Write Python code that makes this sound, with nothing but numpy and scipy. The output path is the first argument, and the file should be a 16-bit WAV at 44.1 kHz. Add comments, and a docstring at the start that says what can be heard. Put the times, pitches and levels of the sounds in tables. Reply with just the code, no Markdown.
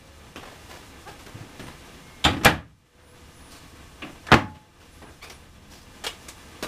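"""Cabinet doors slamming in a small room

Two wooden cabinet doors in a trailer are pushed shut by hand, close by: modal ringing and dense panel noise in
runs of contacts. Spring catches click and ring; knocks, scuffs and steps are noise bursts, creaks rising chirps.
Shaped noise gives rumble, murmur and hiss beneath a faint hum, fleeting tones and thin gliding squeaks.
An automatic gain control ducks after each slam, so the room hiss sinks and comes back."""
import sys
import numpy as np
from scipy import signal
from scipy.fft import rfft, irfft, next_fast_len
from scipy.io import wavfile
from scipy.ndimage import uniform_filter1d, minimum_filter1d, map_coordinates

SR = 44100
rng = np.random.default_rng(int(sys.argv[2]) if len(sys.argv) > 2 else 0)


def put_to_file(sound):
    """Save the sound as 16-bit audio at rate SR, in the file named by the first command-line argument."""
    columns = np.atleast_2d(sound).T  # one column per channel
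    safe = np.clip(columns, -1, 1)
    whole_steps = np.round(safe * 32767)
    wavfile.write(sys.argv[1], SR, whole_steps.astype(np.int16))


N = 294523
TIME = np.arange(N) / SR
AGE = np.arange(2 ** 15) / SR  # time since a contact [s]

# background level that murmur and hiss follow: (time [s], level [dB])
BACKGROUND = [(0, -55.5), (.55, -51), (2.2, -51), (3.15, -54), (4.2, -52), (4.9, -54), (5.6, -57),
              (6.1, -50.5), (6.6, -50)]
# colours of the murmur, hiss and rumble of the air: (frequency [Hz], relative level [dB per Hz])
AIR_BODY = [(150, -4.5), (250, 2), (600, -3.5), (1300, -6.5), (2500, -9), (4500, -17), (9000, -41.5)]
AIR_HISS = [(1000, -30.5), (3500, -2.5), (6000, -0.5), (10000, -5), (15000, -13)]
RUMBLE = [(10, -11), (25, -2.5), (50, -5), (74, 2.5), (100, -4.5), (170, -7.5), (300, -25.5), (1000, -56.5)]
# reverberation of the room: (frequency [Hz], 60 dB decay time [s])
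ROOM = [(70, 0.7), (170, 0.45), (400, 0.28), (1400, 0.29), (4000, 0.23), (12000, 0.24)]
# faint tones in the background: (start [s], end [s], frequency [Hz], level [dB])
TONES = [(-.1, .25, 539, -60.5), (1.99, 2.287, 2150, -57.5), (2.815, 3.302, 494, -56.5),
         (3.15, 3.7, 1240, -68), (3.4, 4.104, 1115, -62.5), (5.396, 6.197, 204.6, -58)]
# thin squeaks at the edge of hearing: (start [s], end [s], first pitch [Hz], last pitch [Hz], level [dB])
SQUEAKS = [(1.61, 1.703, 8600, 9400, -55), (3.0, 3.2, 8300, 11400, -59), (3.3, 3.636, 10360, 8500, -59),
           (4.91, 5.0, 10300, 11200, -63), (5.0, 5.13, 11200, 8600, -62), (5.18, 5.516, 9160, 9500, -65)]
# wood creaking under a hand: (time [s], length [s], starting pitch [Hz], level [dB])
CREAKS = [(1.052, 0.048, 349.5, -40.5), (5.214, 0.0393, 1032, -40)]
# harmonics of a creak, from the fundamental up: (level [dB])
CREAK_PARTIALS = [-5, -1.5, -7.5, -9]
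# light knocks on the woodwork: (time [s], level [dB], bass [dB], treble [dB], rise [s], favoured note [Hz])
KNOCKS = [(.359, -37, -1, -3, .0007, 2900), (1.262, -45, 3, 3.5, .0012, 1570),
          (1.594, -37.5, 10, -3.5, 0.0015, 140), (4.546, -41, -6, -4.5, 0.0048, 3000),
          (5.018, -43.5, 5, -10, 0.0017, 840), (5.297, -41.5, -17, 3.5, .0018, 5530),
          (6.6259, -28, 1, 2, .0004, 554)]
# hands and sleeves brushing the wood: (time [s], level [dB], treble [dB], rise [s], favoured note [Hz])
SCUFFS = [(.405, -35.5, -6.5, 0.056, 700), (.686, -37.5, 1, 0.034, 1730), (1.072, -40.5, 0, 0.012, 800),
          (1.19, -47, 3.5, 0.0031, 1110), (1.66, -40.5, -1.5, 0.025, 2090),
          (2.975, -44.5, -5.5, 0.018, 1695), (3.501, -45, 8.5, .035, 4500), (4.80, -45.5, 0.5, 0.015, 2820),
          (5.06, -44, -26, .02, 344), (5.222, -41, 3.5, 0.011, 2380), (5.7, -45, 6.5, 0.042, 5000)]
# soft footfalls through the floor: (time [s], level [dB])
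STEPS = [(1.338, -33), (1.401, -36.5)]
# what the floor rings with: (frequency [Hz], relative level [dB], 60 dB decay time [s])
FLOOR_MODES = [(105, 1, .15), (147, -5, 0.13)]
# scrape of the sole: (bass [dB], treble [dB], rise [s], favoured note [Hz], note boost [dB])
SOLE_TOUCH = (5, -18, 0.04, 300, 7.5)
# spring catches snapping:
# (time [s], level [dB], ring [dB], treble [dB], rise [s], favoured note [Hz], note boost [dB])
CATCHES = [(2.2405, -27.5, 4, 4.5, .0012, 3270, 19.5), (2.2488, -19, 2.5, -2, 0.00026, 3500, 13.5),
           (2.4485, -18, -17, 6.5, 0.00017, 12000, 11.5), (4.020, -35.5, -11, -12.5, 0.0012, 2700, 20.5),
           (4.268, -34, -15, -4, .0002, 3700, 6), (6.038, -24.5, -22, 0.5, .005, 1130, 3),
           (6.065, -25, -5.5, 4, 0.0012, 3060, 9), (6.283, -37, -20, 10.5, 0.0027, 2120, 7)]
# modes of the steel spring: (frequency [Hz], relative level [dB], 60 dB decay time [s])
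SPRING_MODES = [(2290, -7.5, 0.14), (2664, -9, 0.12), (3320, -1.5, .11), (3530, -2.5, .14),
                (3700, -6.5, 0.14), (3820, -11.5, 0.23), (4730, -13, 0.19), (7280, -13, .1)]
# colours of dense vibration in metal and woodwork: (frequency [Hz], relative level [dB per Hz])
METAL = [(100, -16), (500, 1.5), (1500, 1.5), (3300, -2), (4800, -6), (8000, -8.5), (15000, -23)]
WOODWORK = [(40, -11), (120, -4.5), (300, 3), (600, -2), (1100, -4.5), (2500, -7.5), (5000, -12),
            (15000, -25.5)]
# blows of each door, each a run of contacts: (time [s], level [dB], contacts [count], first gap [s],
# loss per contact [dB], bass [dB], treble [dB], rise [s], favoured note [Hz], note boost [dB])
RIGHT_DOOR = [(2.250, -16, 3, .013, 3, 4.5, -3.5, .0009, 1288, 5),
              (2.303, -28, 4, 0.027, 2, 5.5, -4, 0.0024, 307, 13),
              (2.434, -28, 2, 0.012, -13, -1.5, 6.5, .001, 420, 1),
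              (2.4555, 6, 5, .006, 4, -2.5, 0, .0004, 1690, 4.5)]
LEFT_DOOR = [(4.024, -32, 5, .011, 1.5, 6, -3, 0.0041, 314, 10.5),
             (4.285, -30, 2, 0.022, -3, 0, -24, .003, 1630, 12),
             (4.317, -3, 3, .006, -0.4, 0, -2, .0004, 1550, 3),
             (4.3405, 1.5, 2, .002, 3, 1.5, 0.5, .0008, 260, 8)]
# strongest modes of each door: (frequency [Hz], relative level [dB], 60 dB decay time [s])
RIGHT_MODES = [(71.8, -9.5, 0.46), (159, -8, 0.52), (315, -5, 0.27), (377, -7.5, 0.17), (635, -3, 0.097),
               (740, -2, 0.14), (816, -2.5, .15), (850, -2, 0.24), (1054, -5, 0.1), (1269, 0, 0.19),
               (1377, -12, 0.18), (1606, -3, 0.083), (1880, -9.5, 0.2), (1968, -5, 0.19), (2410, -8, .15),
               (2390, -3.5, 0.11), (2610, -8, .15)]
LEFT_MODES = [(91.5, -10, 0.45), (132, -19, 0.64), (161, -13.5, .4), (244.5, 3, 0.14), (343, 1, 0.13),
              (467, 1.5, 0.11), (573.3, 0, 0.097), (741, -1.5, .18), (812, -15, 0.14), (853, -13.5, 0.64),
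              (1077, -2, 0.23), (1415, -10, 0.3), (1536, -8, .14), (1686, -4.5, .18), (1840, -17, 0.24),
              (2050, -13, 0.2), (3020, -19, .18)]
# colour of each door's dense panel vibration: (frequency [Hz], relative level [dB per Hz])
RIGHT_PANEL = [(24, -60), (40, -29), (64, -5), (142, -2.5), (251, -3), (298, -2), (338, -9), (582, -8),
               (676, -7.5), (1460, -10.5), (3390, -14.5), (4230, -21), (13900, -41.5), (15000, -50)]
LEFT_PANEL = [(24, -60), (40, -26), (74, -7.5), (200, -5.5), (321, -5.5), (401, -12), (466, -10.5),
              (597, -4), (956, -9), (1650, -10.5), (2920, -16.5), (3220, -17), (3740, -21), (15000, -48.5)]

MURMUR_DB, HISS_DB = 2, -5  # relative to the background level
RUMBLE_DB = -51.5
SQUEAK_ARCH = .03  # share by which the pitch bows up mid-squeak
CREAK_CLIMB, CREAK_JITTER = .27, .025  # rise and unsteadiness, as shares of the starting pitch
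CREAK_ROOM_DB = -0.5  # the room's answer relative to the chirp
KNOCK_NOTE_DB = 6.5  # boost of the note that each struck spot favours
SCUFF_BASS_DB, SCUFF_NOTE_DB = -7, 5
SOLE_DB = -7
GAP_GROWTH, DULLING_DB = 1.3, 1.5  # each gap over the one before; treble lost per contact
TOP_HZ = 15300  # upper band limit


def amp(db):
    """Level: 20 dB is a factor of ten in amplitude."""
    return 10 ** (np.asarray(db) / 20)


def unit(x):
    """Normalisation: scale to an rms amplitude of 1."""
    return x / np.sqrt(np.mean(x ** 2) + 1e-20)


def along(points, hz):
    """Logarithmic frequency: (frequency [Hz], value) points are joined by lines on a log axis."""
    f, v = np.transpose(points)
    return np.interp(np.log(hz + 1), np.log(f + 1), v)


def add(track, s, sound):
    """Superposition: pressures add, so mix a sound into the track at time s."""
    start = round(s * SR)
    track[start:start + len(sound)] += sound[:N - start]


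def wobble(rate):
    """Random modulation: a smooth curve through rate random knots a second."""
    knots = rng.standard_normal(int(N * rate / SR) + 4)
    return map_coordinates(knots, [TIME * rate])


def noise(spectrum, size):
    """Random-phase noise: the spectrum sets its colour; reflections off the close walls ripple it."""
    hz = np.fft.rfftfreq(size, 1 / SR)
    ripple = map_coordinates(rng.standard_normal(400), [hz / 70])
    depth_db = 2.2 * np.interp(hz, [150, 450, 3000, 9000], [0, 1, 1, .4])
    gain = amp(along(spectrum, hz) + ripple * depth_db)
    phases = np.exp(2j * np.pi * rng.random(len(hz)))
    return unit(irfft(phases * gain, size))


def clatter(spectrum, touch, t60, room_db, build=0.11, note_width=0.11):
    """High modal density: countless close modes act as noise, a fast-dying blow plus room decay by band."""
    bass_db, treble_db, rise, note_hz, note_db = touch
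    hz = np.fft.rfftfreq(len(AGE), 1 / SR)
    centres = np.geomspace(50, 14000, 10)
    # overlapping triangular bands on a log axis
    shares = np.array([np.interp(np.log(hz + 1), np.log(centres), row) for row in np.eye(len(centres))])
    tilt = amp(along([(130, bass_db), (600, 0.0028), (2000, 0.0084), (7000, treble_db)], hz))
    note = 1 + (amp(note_db) - 1) / (1 + ((hz / note_hz - 1) / note_width) ** 2)
    bands = irfft(rfft(noise(spectrum, len(AGE))) * tilt * note * shares)
    # low bands need part of a cycle to get moving
    onset = 1 - np.exp(-AGE / (rise + build / centres[:, None]))
    # a slow touch also dies more slowly
    blow = amp(-60 * AGE / (t60 + 10 * rise))
    room = amp(room_db - 60 * AGE / along(ROOM, centres)[:, None])
    return np.sum(bands * onset * np.hypot(blow, room), axis=0)


def ring(modes, rise, scatter_db=2):
    """Modal synthesis: decaying sinusoids, with new strengths and phases at each contact."""
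    hz, db, t60 = np.transpose(modes)[:, :, None]
    gain = amp(db + scatter_db * rng.standard_normal(hz.shape)) / np.linalg.norm(amp(db))
    waves = np.sin(2 * np.pi * (hz * AGE + rng.random(hz.shape)))
    decay = amp(-60 * AGE / t60)
    onset = 1 - np.exp(-AGE / (rise + .5 / hz))
    return np.sum(gain * waves * decay * onset, axis=0)


def air():
    """Broadband ambience: one background level drives murmur and hiss, over steady rumble and a faint hum."""
    level_db = np.interp(TIME, *np.transpose(BACKGROUND))
    murmur = amp(level_db + MURMUR_DB + 1.3 * wobble(25)) * noise(AIR_BODY, N)
    hiss = amp(level_db + HISS_DB + 0.87 * wobble(30)) * noise(AIR_HISS, N)
    rumble = amp(RUMBLE_DB) * noise(RUMBLE, N)
    hum = amp(-61) * np.sin(2 * np.pi * 74 * TIME + 0.84 * wobble(8.1))
    return murmur + hiss + rumble + hum


def tones():
    """Phase modulation: each faint sinusoid swells, wavers and fades."""
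    track = np.zeros(N)
    for start, end, hz, db in TONES:
        swell = np.sin(np.pi * np.clip((TIME - start) / (end - start), 0, 1))
        wave = unit(np.sin(2 * np.pi * hz * TIME + 1.2 * wobble(18)))
        track += amp(db) * swell * wave
    return track


def squeaks():
    """Frequency glide: thin, broken treble tones, each swelling and fading in several rough strands."""
    track = np.zeros(N)
    # (pitch ratio, amplitude share) of each strand
    for strand, share in [(.96, .35), (1, .75), (1.05, .4), (1.4, .18)]:
        waver = 1 + .008 * wobble(900) + .008 * wobble(30)
        flicker = unit(amp(4 * wobble(35))) * share
        for start, end, first_hz, last_hz, db in SQUEAKS:
            on = (TIME > start) & (TIME < end)
            progress = (TIME[on] - start) / (end - start)
            swell = np.sin(np.pi * progress)
            glide = first_hz + (last_hz - first_hz) * progress
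            pitch = glide * (1 + SQUEAK_ARCH * swell)
            phase = 2 * np.pi * np.cumsum(strand * pitch * waver[on]) / SR
            track[on] += amp(db) * swell * flicker[on] * unit(np.sin(phase))
    return track


def creaks(room_t60=0.32):
    """Stick-slip: wood slips ever faster as the load grows, a short rising chirp answered by the room."""
    track = np.zeros(N)
    for s, length, hz, db in CREAKS:
        progress = np.clip(AGE / length, 0, 1)
        pitch = hz * (1 + CREAK_CLIMB * progress + CREAK_JITTER * wobble(656)[:len(AGE)])
        phase = 2 * np.pi * np.cumsum(pitch) / SR
        harmonics = sum(amp(level) * np.sin(k * phase) for k, level in enumerate(CREAK_PARTIALS, 1))
        chirp = np.sin(np.pi * progress) * harmonics
        tail = rng.standard_normal(len(AGE)) * amp(-60 * AGE / room_t60)
        answer = signal.fftconvolve(chirp, tail / np.linalg.norm(tail))[:len(AGE)]
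        add(track, s, amp(db) * (chirp + amp(CREAK_ROOM_DB) * answer))
    return track


def bumps(grain_db=2.0):
    """Contact excitation: hands and feet on the woodwork; slow ones are scuffs that stick and slip."""
    track = np.zeros(N)
    for s, db, *touch in KNOCKS:
        knock = clatter(WOODWORK, (*touch, KNOCK_NOTE_DB), t60=0.081, room_db=0.0)
        add(track, s, amp(db) * knock)
    for s, db, *touch in SCUFFS:
        scuff = clatter(WOODWORK, (SCUFF_BASS_DB, *touch, SCUFF_NOTE_DB), t60=0.12, room_db=1.3)
        add(track, s, amp(db) * scuff)
    for s, db in STEPS:
        sole = clatter(WOODWORK, SOLE_TOUCH, t60=0.11, room_db=-4)
        add(track, s, amp(db) * (2 * ring(FLOOR_MODES, rise=.002) + amp(SOLE_DB) * sole))
    return track * amp(grain_db * wobble(220))


def catches():
    """Impulsive excitation: a hard metal click, and the steel spring rings on."""
    track = np.zeros(N)
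    for s, db, ring_db, treble_db, rise, note_hz, note_db in CATCHES:
        click = clatter(METAL, (0, treble_db, rise, note_hz, note_db), t60=0.059, room_db=-10.0)
        add(track, s, amp(db) * (click + amp(ring_db) * ring(SPRING_MODES, rise)))
    return track


def door(blows, panel, modes, t60, room_db, ring_db):
    """Repeated impact: a door chatters on catch and frame, gaps widening and each contact in a run duller."""
    track = np.zeros(N)
    for s, db, contacts, gap, loss_db, bass_db, treble_db, rise, *note in blows:
        # the blow's bass tilt also weights the low modes
        struck = [(hz, level + along([(300, bass_db), (700, 0)], hz), life) for hz, level, life in modes]
        for k in range(round(contacts)):
            touch = (bass_db, treble_db - DULLING_DB * k, rise, *note)
            slam = clatter(panel, touch, t60, room_db)
            ringing = amp(ring_db) * ring(struck, rise)
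            add(track, s, amp(db - loss_db * k) * (slam + ringing))
            s = s + gap * GAP_GROWTH ** k
    return track


def scene():
    """Superposition of the background, the person in the room, the catches and both doors."""
    background = air() + tones() + squeaks()
    person = creaks() + bumps()
    right = door(RIGHT_DOOR, RIGHT_PANEL, RIGHT_MODES, t60=0.09, room_db=-9, ring_db=-4.0)
    left = door(LEFT_DOOR, LEFT_PANEL, LEFT_MODES, t60=0.028, room_db=-14, ring_db=-9.5)
    return (background + person + catches() + right + left)[None]


def gain_control(x, limit_db=-8.0, hold=0.38, release_db=38):
    """Dynamic compression: loud sound cuts the gain at once; it holds, then climbs release_db a second."""
    level_db = 10 * np.log10(np.abs(uniform_filter1d(x ** 2, size=200)) + 1e-12)
    half = int(hold * SR / 2)
    # the lowest gain of the past hold seconds
    held_db = minimum_filter1d(np.minimum(limit_db - level_db, 0), 2 * half + 1, origin=half)
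    climb_db = release_db * TIME
    gain_db = np.minimum.accumulate(held_db - climb_db) + climb_db
    return x * amp(uniform_filter1d(gain_db, size=64))


def record(dry):
    """Nonlinear and linear limits: gain control, clipping at full scale, then a sharp low-pass."""
    x = np.clip(gain_control(dry[0]), -1, 1)
    size = next_fast_len(N + SR // 2)
    passed = np.fft.rfftfreq(size, 1 / SR) < TOP_HZ
    return irfft(rfft(x, size) * passed, size)[None, :N]


dry = scene()
out = record(dry)
put_to_file(out)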